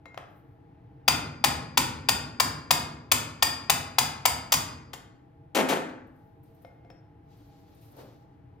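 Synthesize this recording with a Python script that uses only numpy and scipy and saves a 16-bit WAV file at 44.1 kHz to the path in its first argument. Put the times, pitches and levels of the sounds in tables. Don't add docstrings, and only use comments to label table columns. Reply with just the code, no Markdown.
import sys
import numpy as np
from scipy import signal
from scipy.fft import rfft, irfft, next_fast_len
from scipy.io import wavfile
from scipy.ndimage import uniform_filter1d

SR = 44100
rng = np.random.default_rng(int(sys.argv[2]) if len(sys.argv) > 2 else 0)


def digitize_waveform(pressure):
    field = np.atleast_2d(pressure).T
    bounded = np.clip(field, -1, 1)
    quanta = np.round(bounded * 32767).astype(np.int16)
    wavfile.write(sys.argv[1], SR, quanta)


N = 379260
T = np.arange(SR) / SR


def undb(db):
    return 10 ** (np.asarray(db) / 20)


def on(table, hz, column=1):
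    t = np.array(table, float)
    return np.interp(np.log(hz + 1e-9), np.log(t[:, 0]), t[:, column])


def shape(x, gain):
    n = next_fast_len(x.shape[-1])
    hz = np.arange(n // 2 + 1) * SR / n
    return irfft(rfft(x, n) * gain(hz), n)[..., :x.shape[-1]]


def level(x, db):
    return x * undb(db) / np.sqrt(np.mean(x ** 2))


def peak(hz, centre_hz, width_hz):
    return 1 / np.sqrt(1 + (2 * (hz - centre_hz) / width_hz) ** 2)


def walk(rate):
    k = int(SR / rate)
    steps = np.repeat(rng.standard_normal(N // k + 1), k)
    return 1.6 * uniform_filter1d(uniform_filter1d(steps, k), k)[:N]


def add(track, s, x):
    i = int(s * SR)
    track[i:i + SR] += x[:N - i]


def spread(a, b):
    # hz, likeness (0-1)
    alike = [(40, .85), (90, .95), (200, 1), (400, 0.65), (1200, 0.1), (3000, 0.9), (5500, 0), (8000, 0.22),
             (13000, 0.99)]
    likeness = lambda f: np.clip(on(alike, f), 0, 1)
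    mid = shape(a, lambda f: np.sqrt((1 + likeness(f)) / 2))
    side = shape(b, lambda f: np.sqrt((1 - likeness(f)) / 2))
    return np.array([mid + side, mid - side])


def ring(modes, lift_db=0):
    scatter_db, flutter_db = 2, 2.5
    hz, db, t60 = np.transpose(modes)[:, :, None]
    size, phase, tune = rng.standard_normal((3, len(modes), 1))
    flutter = signal.resample(rng.standard_normal((len(modes), 150)), SR, axis=1)
    strength_db = db + lift_db + scatter_db * size + flutter_db * flutter
    decay = undb(strength_db - 60 * T / t60)
    return np.sum(decay * np.sin(2 * np.pi * hz * (1 + .002 * tune) * T + 2 * phase), axis=0)


def burst(colour, hold_s, tilt_db, knee_hz):
    x = rfft(rng.standard_normal(SR) * np.exp(-((T - hold_s) / hold_s) ** 4))
    f = np.arange(len(x))
    colour_db = on(colour, f) + tilt_db / (1 + (knee_hz / (f + 1)) ** 2)
    x = irfft(x / np.abs(x) ** 0.49 * undb(colour_db), SR)
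    x = x * np.clip(T / 0.00083, 0, 1) * (T < .05)
    return x / np.sqrt(np.sum(x ** 2) / (2 * hold_s * SR))


def shop():
    # hz, density_db (per Hz)
    floor_colour = [(15, -60.5), (25, -27.5), (43, -15.5), (120, -2.5), (223, -27), (293, -5.5), (384, -24),
                    (463, -16), (575, -32.5), (659, -18), (714, -28.5), (796, -22), (1130, -32),
                    (1890, -35.5), (16000, -77)]
    # centre_hz, width_hz, level_db (rms)
    fan = [(135, 98, -59), (320, 90, -68), (456, 19, -71.5), (656, 6.8, -75), (811, 15, -69),
           (846, 7.1, -71)]

    def one():
        floor = level(shape(rng.standard_normal(N), lambda f: undb(on(floor_colour, f))), -55.5)
        hum = sum(level(shape(rng.standard_normal(N), lambda f: peak(f, hz, w) ** 2), db) for hz, w, db in fan)
        return floor * undb(1.0 * walk(3)) + hum
    return spread(one(), one())


def microphone_hiss():
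    # hz, density_db (per Hz)
    hiss_colour = [(4000, -34), (8000, -5.5), (13000, 1.5), (16000, -12.5)]
    return level(shape(rng.standard_normal((2, N)), lambda f: undb(on(hiss_colour, f))), -93)


def rustle():
    # start_s, rise_s, hold_s, low_drag_db, middle_db, top_octave_db
    strokes = [(.22, 0.086, 0.076, -73, -98, -82), (6.05, .1, .15, -73.5, -88, -87.5),
               (6.42, .03, 0.19, -72, -81, -83), (7.215, .1, 0.71, -71, -74, -81),
               (7.77, 0.057, 0.028, -72, -69.5, -67.5), (7.862, 0.13, 0.012, -48, -60.5, -69)]
    rise_db, fade_db_per_s = 25, 88.5
    bands = [(326, 810, 2.4), (3720, 5400, 1.5), (12320, 4800, 1.6)]  # centre_hz, width_hz, grain_db
    out, t = 0, np.arange(N) / SR
    s, rise_s, hold_s, *levels = np.transpose(strokes)[:, :, None]
    rising_db = rise_db * np.minimum((t - s) / rise_s - 1, 0)
    fading_db = fade_db_per_s * np.maximum(t - s - rise_s - hold_s, 0)
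    stroke_db = rising_db - fading_db
    for db, (hz, width_hz, grain_db) in zip(levels, bands):
        hiss = shape(rng.standard_normal(N), lambda f: peak(f, hz, width_hz) ** 2 * f / (f + 200))
        out = out + level(hiss, 0) * undb(np.max(db + stroke_db, axis=0) + grain_db * walk(40))
    return out


def clinks():
    # start_s, level_db, free_s, tick_db, thud_db, mode_2khz_db, mode_5khz_db, other_modes_db
    touches = [(0.0558, -45.5, .087, -1, -3, -3, -24, -12), (0.1434, -48, .03, 1.5, -14, -33, -23, -14),
               (0.175, -37.5, .06, 4.5, -20, -32, -32, -28), (6.6473, -45, .1, -6, 2, -16.5, -19, -32),
               (6.8473, -54.5, .05, -11, 4, -15, -26, -30), (6.9017, -46.5, .13, -2.5, 0, -32, -10, -30)]
    # hz, level_db, t60_s
    clink_modes = [(520, -4, .1), (690, -2, .08), (2126, 0, .2), (5330, -6, .15), (5260, -12, .1),
                   (3967, -12, .15), (6842, -10, .15)]
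    # start_s, level_db
    faint = [(6.0686, -70), (6.1574, -72), (6.4313, -61), (6.5454, -65), (6.6189, -60), (7.3694, -66),
             (7.746, -63), (7.8106, -65), (7.9167, -59.5), (7.9648, -56), (7.9854, -60)]
    # hz, level_db, t60_s
    tick_modes = [(8600, 3, 0.12), (12900, -25.5, 0.05), (13800, -21, .08)]
    # hz, density_db (per Hz)
    dull = [(300, -10), (700, 14.5), (3500, -4.5), (6000, -16), (16000, -27)]
    bright = [(7000, -23), (11000, -9), (13300, -2), (16000, -20)]
    out = np.zeros(N)
    for s, db, free_s, tick_db, *parts_db in touches:
        lift_db = np.repeat(parts_db, [2, 1, 2, 2])[:, None]
        damped = np.exp(-np.clip(T - free_s, 0, 1) / .008)
        tick = undb(tick_db) * burst(dull, 0.002, 0, 4000)
        add(out, s, undb(db) * (tick + damped * ring(clink_modes, lift_db)))
    for s, db in faint:
        tick = undb(-9.0) * burst(bright, 0.0057, 0, 4000)
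        add(out, s, undb(db) * (tick + undb(-12) * ring(tick_modes)))
    return out


def drops():
    # start_s, level_db
    landings = [
        [(5.548, -27), (5.564, -23.5), (5.582, -24), (5.597, -24)],
        [(5.686, -30.5), (5.696, -27.5), (5.709, -28.5), (5.724, -25), (5.759, -32.5), (5.887, -49)],
        [(4.934, -47)],
    ]
    # hz, density_db (per Hz)
    clatter = [(88, -42), (150, -7), (231, -4), (498, -0.5), (864, -2), (1210, -10), (2810, -17),
               (5480, -30), (6810, -28), (9890, -32.5), (13300, -36.5), (15600, -48), (16500, -53)]
    # hz, level_db, t60_s
    table_modes = [(180, -9, .1), (258, 0, .14), (315, -3, .2), (470, -2, .14), (530, -2, .16),
                   (640, -4, .16), (770, -5, .12), (870, -7, .12), (1190, -10, .1), (1600, -12, .1)]
    edge_db, flatten_s = 23.5, 0.027
    table_db, contact_s = -9, 0.0084
    out = np.zeros(N)
    for bounces in landings:
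        for s, db in bounces:
            treble_db = edge_db * np.exp(-(s - bounces[0][0]) / flatten_s)
            table_ring = undb(table_db) * np.clip(T / 0.0056, 0, 1) * ring(table_modes)
            add(out, s, undb(db) * (burst(clatter, contact_s, treble_db, 2600) + table_ring))
    return out


def hammer():
    # start_s, level_db, chisel_ring_db, hammer_head_ring_db, treble_db
    blows = [(1.079, -16.5, -12, -17.5, -3.5), (1.44, -17, -18, -21, -4), (1.773, -16.5, -16.5, -19.5, -4),
             (2.087, -18.5, -13.5, -17, -2), (2.399, -18.5, -12.5, -19.5, -2.5),
             (2.707, -16.5, -13, -21.5, -0.5), (3.116, -16.5, -22, -21.5, 3.5),
             (3.424, -18, -11.5, -17.5, 0), (3.697, -17, -18, -24, 1), (3.984, -18, -15.5, -20.5, -1),
             (4.254, -17.5, -16, -23, 1.5), (4.521, -19, -14.5, -6.5, 2), (4.537, -22.5, -22, -16.5, 3),
             (4.932, -40.5, -45, -14, -12)]
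    # hz, density_db (per Hz)
    crack = [(180, -41), (300, -18), (923, -1), (1530, -11.5), (3650, -8.5), (4170, -13), (4770, -6),
             (5740, -14), (6780, -9), (9330, -11.5), (12400, -19.5), (14900, -11.5), (16500, -31.5)]
    # hz, level_db, t60_s
    engine_modes = [(700, -2, .025), (815, 3, .03), (900, 0, .02), (1025, 3, .045), (1035, -9, .4),
                    (960, -12, .3), (1460, -8, .08), (1835, -6, .04), (2080, -7, .05), (2290, -5, .04),
                    (2470, -3, .05), (2620, -6, .04), (3085, -5, .04), (3430, -6, .04), (3640, -8, .07)]
    chisel_modes = [(4790, 10, .04), (4775, -7, .28), (4805, 1, .5), (4835, -8, .28), (5190, -9, .2)]
    head_modes = [(5290, -8, .2), (5740, -5, .2), (6130, -4, .12), (6670, -4, .12), (7220, -3, .1),
                  (9540, -3, .12), (10910, -6, .18), (11930, -9, .12), (12580, -6, .08), (13240, -9, .1),
                  (14000, -9, .1), (14870, -2, .12), (15370, -10, .1)]
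    # centre_hz, width_hz, level_db
    boom_bands = [(75, 12, -6), (95.4, 75, 1), (150, 20, 1.5), (242.5, 30, -3), (284, 123.7, -7),
                  (500, 200, -13.5)]
    knock_db, hard_db = -10, 3
    boom_start_db, boom_fade_db_per_s = -14.5, 2.5
    out, thud = np.zeros(N), np.zeros(N)
    for s, db, ring_db, head_db, treble_db in blows:
        steel = undb(ring_db) * ring(chisel_modes) + undb(head_db) * ring(head_modes)
        body = burst(crack, 0.0048, treble_db, 6000) + undb(knock_db) * ring(engine_modes)
        body = shape(body, lambda f: undb(hard_db / (1 + (1800 / (f + 1)) ** 2)))
        add(out, s, undb(db) * (body * (T < .9) + steel))
        boom_db = db + boom_start_db - boom_fade_db_per_s * (s - blows[0][0])
        add(thud, s, undb(boom_db) * (1 - np.exp(-T / .015)) * np.exp(-T / 0.18))

    def table_gain(f):
        bands = sum(undb(db) * peak(f, hz, w) ** 2 for hz, w, db in boom_bands)
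        return bands / (1 + (55 / (f + 1)) ** 4)
    top = shape(rng.standard_normal((2, N)), table_gain)
    boom = spread(*(thud * level(top, 0)))
    return shape(out, lambda f: 1 / np.sqrt(1 + (520 / (f + 1)) ** 6)), boom


def room(x, wet_db):
    # hz, t60_s, level_db
    echoes = [(60, 0.3, 3), (250, 0.84, 2.5), (498.5, 0.67, 0.5), (880, 0.61, -2.5), (1410, 0.77, 1.5),
              (3000, 0.49, -1.5), (4800, 0.52, -4.5), (8350, 0.34, 1.5), (15900, 0.25, -4)]
    tail = 0
    for hz in 45 * 2 ** np.arange(0, 9, .5):
        band_gain = lambda f: np.clip(1 - np.abs(2 * np.log2((f + 1) / hz)), 0, 1) ** .5
        band = shape(rng.standard_normal((2, SR)), band_gain)
        tail = tail + band * undb(on(echoes, hz, column=2) - 60 * T / on(echoes, hz))
    tail = spread(*tail) * np.clip(T / 0.0021, 0, 1) * (T < .9) * undb(wet_db)
    return signal.fftconvolve(x[None], tail, axes=1)[:, :N]


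def scene():
    # hz, left_minus_right_db
    near = [(300, 3), (1500, 6.5), (4500, 4), (6500, 2.5)]
    blows, boom = hammer()
    bench = blows + drops() + clinks()
    direct = np.array([shape(bench, lambda f: undb(side * on(near, f) / 2)) for side in (1, -1)])
    hiss = microphone_hiss()
    return direct + room(bench, -33.0) + boom + spread(rustle(), rustle()) + shop() + hiss


def record(dry):
    # hz, left_minus_right_db, left_leads_rad
    ports = [(60, 1, 0), (345, 1.3, .3), (1400, 2, 1.1), (3400, 3.5, 1.1), (4800, 2.5, .9), (6500, .5, -.9),
             (7600, .5, -2.4), (8600, -.5, -3.3), (11700, -.3, -5), (13500, 0, -6.25), (16000, 0, -6.5)]
    top_hz = 16000
    port = lambda f: undb(on(ports, f) / 2) * np.exp(.5j * on(ports, f, column=2))
    both = np.array([shape(dry[0], port), shape(dry[1], lambda f: 1 / port(f))])
    top_cut = signal.ellip(10, .2, 90, top_hz, fs=SR, output="sos")
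    return signal.sosfilt(top_cut, np.tanh(both))


dry = scene()
out = record(dry)
digitize_waveform(out)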